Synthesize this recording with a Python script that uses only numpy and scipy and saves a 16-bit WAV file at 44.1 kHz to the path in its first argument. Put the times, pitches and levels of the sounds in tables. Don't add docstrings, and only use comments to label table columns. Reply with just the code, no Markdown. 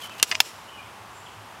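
import sys
import numpy as np
from scipy import signal
from scipy.fft import rfft, irfft
from scipy.io import wavfile
from scipy.ndimage import uniform_filter1d

SR = 44100
rng = np.random.default_rng(int(sys.argv[2]) if len(sys.argv) > 2 else 0)


def unload_wav(signal):
    wavfile.write(
        sys.argv[1],
        SR,
        np.round(np.clip(np.atleast_2d(signal).T, -1, 1) * 32767).astype(np.int16),
    )


N = 70560

# (frequency [Hz], relative density [dB per Hz])
WASH_SPECTRUM = [(25, -36), (45, -40), (66, -9), (82, -11.5), (107, -6), (165, -14), (200, -9.5),
                 (250, -12.5), (433, -12), (600, -11), (860, -5), (1100, -5.5), (1570, -11.5), (2100, -15),
                 (2900, -15.5), (4000, -22), (5000, -23.5), (11800, -30.5), (15500, -38.5)]
# (centre [Hz], width [Hz], level at mid-scene [dB])
DRONE_BANDS = [(65.3, 3.6, -78.5), (102.2, 6.1, -61)]
# (start [s], length [s], level [dB], treble tilt [dB per octave])
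SLIDE_STROKES = [(-0.015, 0.1, -40.5, -3), (0.092, 0.011, -36.5, -7.5), (0.096, 0.091, -46.5, -4.5),
                 (0.178, .022, -41.5, -2.5), (0.263, 0.07, -44.5, 3)]
# (frequency [Hz], relative density [dB per Hz])
SLIDE_SPECTRUM = [(300, -16.5), (2000, -4.5), (4000, -5.5), (6300, -5.5), (8500, -8), (11000, -5.5),
                  (14000, -7.5), (16000, -18)]
# (start [s], length [s], level [dB], start pitch [Hz], middle pitch [Hz], end pitch [Hz])
BIRD_NOTES = [(0.008, 0.06, -37.5, 3514, 3050, 2950), (0.101, 0.04, -40.5, 2560, 2650, 2430),
              (0.19, 0.022, -34.5, 2860, 2880, 2600), (0.68, 0.025, -44.5, 2880, 3020, 3020),
              (0.727, 0.047, -44, 3026, 2920, 2910), (0.774, 0.0434, -42, 2500, 2410, 2350),
              (0.82, .055, -52.5, 3190, 3230, 3650), (0.825, 0.051, -49, 2390, 2250, 2170),
              (1.259, 0.0215, -42.5, 3504, 3050, 2610)]
# (delay [s], relative level [dB])
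ECHO_DECAY = [(0.008, 10.5), (0.025, -1.5), (0.04, -2), (0.052, 2), (0.085, -2), (0.12, -11.5), (0.2, -15),
              (0.4, -32)]
# (frequency [Hz], relative density [dB per Hz])
ECHO_SPECTRUM = [(100, -19), (300, -1.5), (1000, -1.5), (2000, -3), (2700, 1.5), (3300, -1), (4600, -2.5),
                 (5500, 3), (6400, -4.5), (7300, -0.5), (9000, -9.5), (11000, -7.5), (14000, -15),
                 (16000, -19)]

# (time [s], level [dB], contact [s], treble tilt [dB per octave])
SNAP_BLOWS = [(0.1982, -29.5, 0.0021, -4), (0.2261, -44, 0.003, 0), (0.2274, -3, 0.001906, 2),
              (0.2322, -13, 0.00049, -2)]
# (time [s], level [dB], contact [s], treble tilt [dB per octave])
RATTLE_BLOWS = [(0.3108, -44, 0.0016, -1), (0.3139, -13.5, 0.0015, 5), (0.3195, -28, 0.0014, 8),
                (0.3223, -22, 0.0031, -3.5)]
# (time [s], level [dB], contact [s], treble tilt [dB per octave])
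CATCH_BLOWS = [(0.3470, -30.5, 0.0034, 6), (0.3520, -18, 0.00136, 4.5)]
# (time [s], level [dB], contact [s], treble tilt [dB per octave])
LOCK_BLOWS = [(0.4028, -2, 0.0021, 1)]
# (frequency [Hz], relative level [dB], t60 before body damping [s])
BOLT_MODES = [(1203, -3, 0.014), (1743, -6, 0.014), (2126, -3, 0.017), (2723, 1, 0.016),
              (3126, -1.5, 0.024), (3576, 1.5, 0.022), (4250, 0, .016), (4890, -5, 0.04), (5740, -6, 0.043),
              (6160, -3.5, 0.0052), (7020, -3.5, 0.015), (7190, -3.5, 0.0076), (7540, -7, 0.0084),
              (8090, -2, 0.0058), (8654, -5.5, 0.0076), (9970, -6.5, 0.0057), (10570, -11, .012),
              (11940, -6, 0.0064), (14400, -14, .012)]
# (frequency [Hz], relative level [dB], t60 before body damping [s])
CAM_MODES = [(638, -17.5, 0.44), (706, -20, .1), (1021, -10, 0.18), (1740, -1.5, 0.022), (1960, -1, .04),
             (2094, 0.5, .04), (2540, -1.5, 0.045), (2880, 0, 0.03), (3480, -4.5, 0.018),
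             (4900, -1.5, 0.017), (5840, -17, 0.028), (6450, -20, .02)]
# (frequency [Hz], relative level [dB], t60 before body damping [s])
CATCH_MODES = [(2150, 6.5, 0.01), (2480, 8, 0.026), (2850, 6.5, 0.034), (3330, -1, 0.025),
               (5050, -3.5, 0.053), (5900, -4, 0.025), (7000, -12, 0.017)]
# (frequency [Hz], relative level [dB], t60 before body damping [s])
RECEIVER_MODES = [(773, -7, .02), (965, -6.5, 0.022), (1236, -14.5, .018), (1416, -9.5, 0.019),
                  (1752, -8.5, 0.03), (2354, -1.5, 0.0073), (2715, -1.5, 0.02), (3420, 1.5, 0.0051),
                  (3640, -7.5, 0.0088), (4100, -14, 0.024), (4596, -8.5, 0.017), (5020, -10, 0.026),
                  (5236, -3.5, 0.02), (5780, -15, 0.014), (7130, -8.5, 0.0099), (10180, -19, 0.025),
                  (13070, -15, .012)]
# (frequency [Hz], relative density [dB per Hz])
BOLT_CRACK_SPECTRUM = [(40, -19), (200, -11.5), (900, -5.5), (2500, 5), (7500, -0.5), (10000, -5),
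                       (14000, -9), (16000, -23)]
# (frequency [Hz], relative density [dB per Hz])
CAM_CRACK_SPECTRUM = [(40, -32), (300, -13), (900, 4.5), (2300, 2.5), (5000, -2.5), (8000, -13),
                      (11000, -30), (16000, -47)]
# (frequency [Hz], relative density [dB per Hz])
RECEIVER_CRACK_SPECTRUM = [(40, -30), (400, -23), (900, -3.5), (2800, 4.5), (5500, 3), (8500, -9.5),
                           (13000, -7), (16000, -10)]

WASH_DB, DRONE_RISE_DB_PER_S = -44.5, 7
CALL_S, CALL_LENGTH_S, CALL_HZ, CALL_WIDTH_HZ = 1.1, 0.18, 7400, 330
CALL_DB = -55
BIRD_DIRECT_DB, BIRD_ECHO_DB, BIRD_ECHO_T60_S = -4.5, -5, 0.54
ECHO_DB = -22
RISE_S = 0.00047
PUSH_PEAK_S = 0.000071
LIMIT_DB, DUCK_SHARE, HOLD_FALL_DB_PER_S = -20, 0.25, 183
CEILING = 0.87
LOW_CUT_HZ, EDGE_HZ = 55, 15900


def amp(db):
    return 10 ** (np.asarray(db) / 20)


def unit(x):
    return x / np.sqrt(np.mean(x ** 2) + 1e-20)


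def add(mix, s, sound):
    at = round(s * SR)
    sound = sound[max(-at, 0):]
    part = mix[max(at, 0):][:len(sound)]
    part += sound[:len(part)]


def tilt(hz, tilt_db):
    octaves = np.log2(np.maximum(hz, 800) / 3500)
    return amp(tilt_db * octaves)


def colour(x, points, tilt_db=0):
    hz = np.fft.rfftfreq(len(x), 1 / SR)
    point_hz, point_db = np.transpose(points)
    gain = amp(np.interp(np.log(hz + 1), np.log(point_hz), point_db))
    return irfft(rfft(x) * gain * tilt(hz, tilt_db), len(x))


def noise(points, tilt_db=0, size=8192):
    return unit(colour(rng.standard_normal(size), points, tilt_db))


def fuzzy_tone(hz, width_hz):
    f = np.fft.rfftfreq(N, 1 / SR)
    passband = np.exp(-.5 * ((f - hz) / width_hz) ** 2)
    return unit(irfft(rfft(rng.standard_normal(N)) * passband, N))


def arch(length):
    return np.sin(np.linspace(0, np.pi, round(length * SR)))


def outdoors():
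    wash = amp(WASH_DB) * noise(WASH_SPECTRUM, size=N)
    drone = sum(amp(db) * fuzzy_tone(hz, width) for hz, width, db in DRONE_BANDS)
    from_middle_s = (np.arange(N) - N / 2) / SR
    return wash + amp(DRONE_RISE_DB_PER_S * from_middle_s) * drone


def slides(grain_db=3):
    out = np.zeros(N)
    for s, length, level_db, tilt_db in SLIDE_STROKES:
        grain = amp(grain_db * unit(uniform_filter1d(rng.standard_normal(N), size=60)))
        hiss = unit(noise(SLIDE_SPECTRUM, tilt_db, size=N) * grain)
        stroke = arch(length)
        add(out, s, amp(level_db) * stroke * hiss[:len(stroke)])
    return out


def birds(waver=0.024):
    out = np.zeros(N)
    for s, length, level_db, *pitch in BIRD_NOTES:
        swell = arch(length)
        glide = np.polyfit([0, .5, 1], pitch, 2)
        hz = np.polyval(glide, np.linspace(0, 1, len(swell)))
        wander = unit(uniform_filter1d(rng.standard_normal(N), size=80))[:len(swell)]
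        hz = hz * (1 + waver * wander)
        whistle = np.sin(2 * np.pi * np.cumsum(hz) / SR)
        add(out, s, amp(level_db) * np.sqrt(2 * swell) * whistle)
    swell = arch(CALL_LENGTH_S)
    call = fuzzy_tone(CALL_HZ, CALL_WIDTH_HZ)[:len(swell)]
    add(out, CALL_S, amp(CALL_DB) * swell * call)
    return out


def woods(x):
    t = np.arange(SR // 2) / SR
    tail = rng.standard_normal(len(t)) * np.exp(-np.log(1000) * t / BIRD_ECHO_T60_S)
    return signal.fftconvolve(x, tail / np.linalg.norm(tail))[:N]


def echo(x):
    t = np.arange(SR // 2) / SR
    arrived = t > ECHO_DECAY[0][0]
    spread = (amp(np.interp(t, *np.transpose(ECHO_DECAY))) * arrived) ** 2
    power = signal.fftconvolve(x ** 2, spread / spread.sum())[:N]
    return np.sqrt(abs(power)) * noise(ECHO_SPECTRUM, size=N)


def damping(free, left=0.63, settle=0.0047):
    return left + (1 - left) * np.exp(-free / settle)


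def push(t):
    u = t / PUSH_PEAK_S
    return u * np.exp(1 - u)


def clicks(blows, modes, crack, crack_db, crack_t60, push_db, size=8192):
    out, t = np.zeros(N), np.arange(size) / SR
    hz, db, t60 = np.transpose(modes)[:, :, None]
    sign = (-1) ** np.arange(len(hz))[:, None]
    weight = sign * amp(db) / np.linalg.norm(amp(db)) * np.sqrt(2)
    for s, level_db, contact, tilt_db in blows:
        free = np.maximum(t - contact, 0) * np.log(1000)
        ring = weight * tilt(hz, tilt_db) * np.exp(-free / t60) * np.sin(2 * np.pi * hz * t)
        burst = amp(crack_db) * noise(crack, tilt_db) * np.exp(-free / crack_t60)
        onset = np.minimum(t / RISE_S, 1)
        add(out, s, amp(level_db) * onset * (ring.sum(0) + burst) * damping(free))
        add(out, s + contact, amp(level_db + push_db) * push(t))
    return out


def scene():
    air = outdoors()
    sliding = slides()
    song = birds()
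    snap = clicks(SNAP_BLOWS, BOLT_MODES, BOLT_CRACK_SPECTRUM,
                  crack_db=-5, crack_t60=0.036, push_db=-6)
    rattle = clicks(RATTLE_BLOWS, CAM_MODES, CAM_CRACK_SPECTRUM,
                    crack_db=-6.5, crack_t60=0.045, push_db=-10)
    catch = clicks(CATCH_BLOWS, CATCH_MODES, CAM_CRACK_SPECTRUM,
                   crack_db=-7, crack_t60=0.027, push_db=-7)
    lock = clicks(LOCK_BLOWS, RECEIVER_MODES, RECEIVER_CRACK_SPECTRUM,
                  crack_db=-6.5, crack_t60=0.03, push_db=-13)
    rifle = sliding + snap + rattle + catch + lock
    far_birds = amp(BIRD_DIRECT_DB) * song + amp(BIRD_ECHO_DB) * woods(song)
    return (air + rifle + amp(ECHO_DB) * echo(rifle) + far_birds)[None]


def record(dry):
    power_db = 10 * np.log10(abs(uniform_filter1d(dry[0] ** 2, size=100)) + 1e-12)
    fall = np.arange(N) * HOLD_FALL_DB_PER_S / SR
    held_db = np.maximum.accumulate(power_db + fall) - fall
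    over_db = np.maximum(held_db - LIMIT_DB, 0)
    lagged_db = signal.lfilter([.005], [1, -.995], over_db)
    ducked = dry * amp(-DUCK_SHARE * lagged_db)
    loud = CEILING * np.tanh(ducked / CEILING)
    low_cut = signal.butter(3, LOW_CUT_HZ, "high", fs=SR, output="sos")
    loud = signal.sosfilt(low_cut, loud)
    band_limit = signal.firwin(301, EDGE_HZ, window=("kaiser", 9), fs=SR)
    return signal.oaconvolve(loud, band_limit[None], "same")


dry = scene()
out = record(dry)
unload_wav(out)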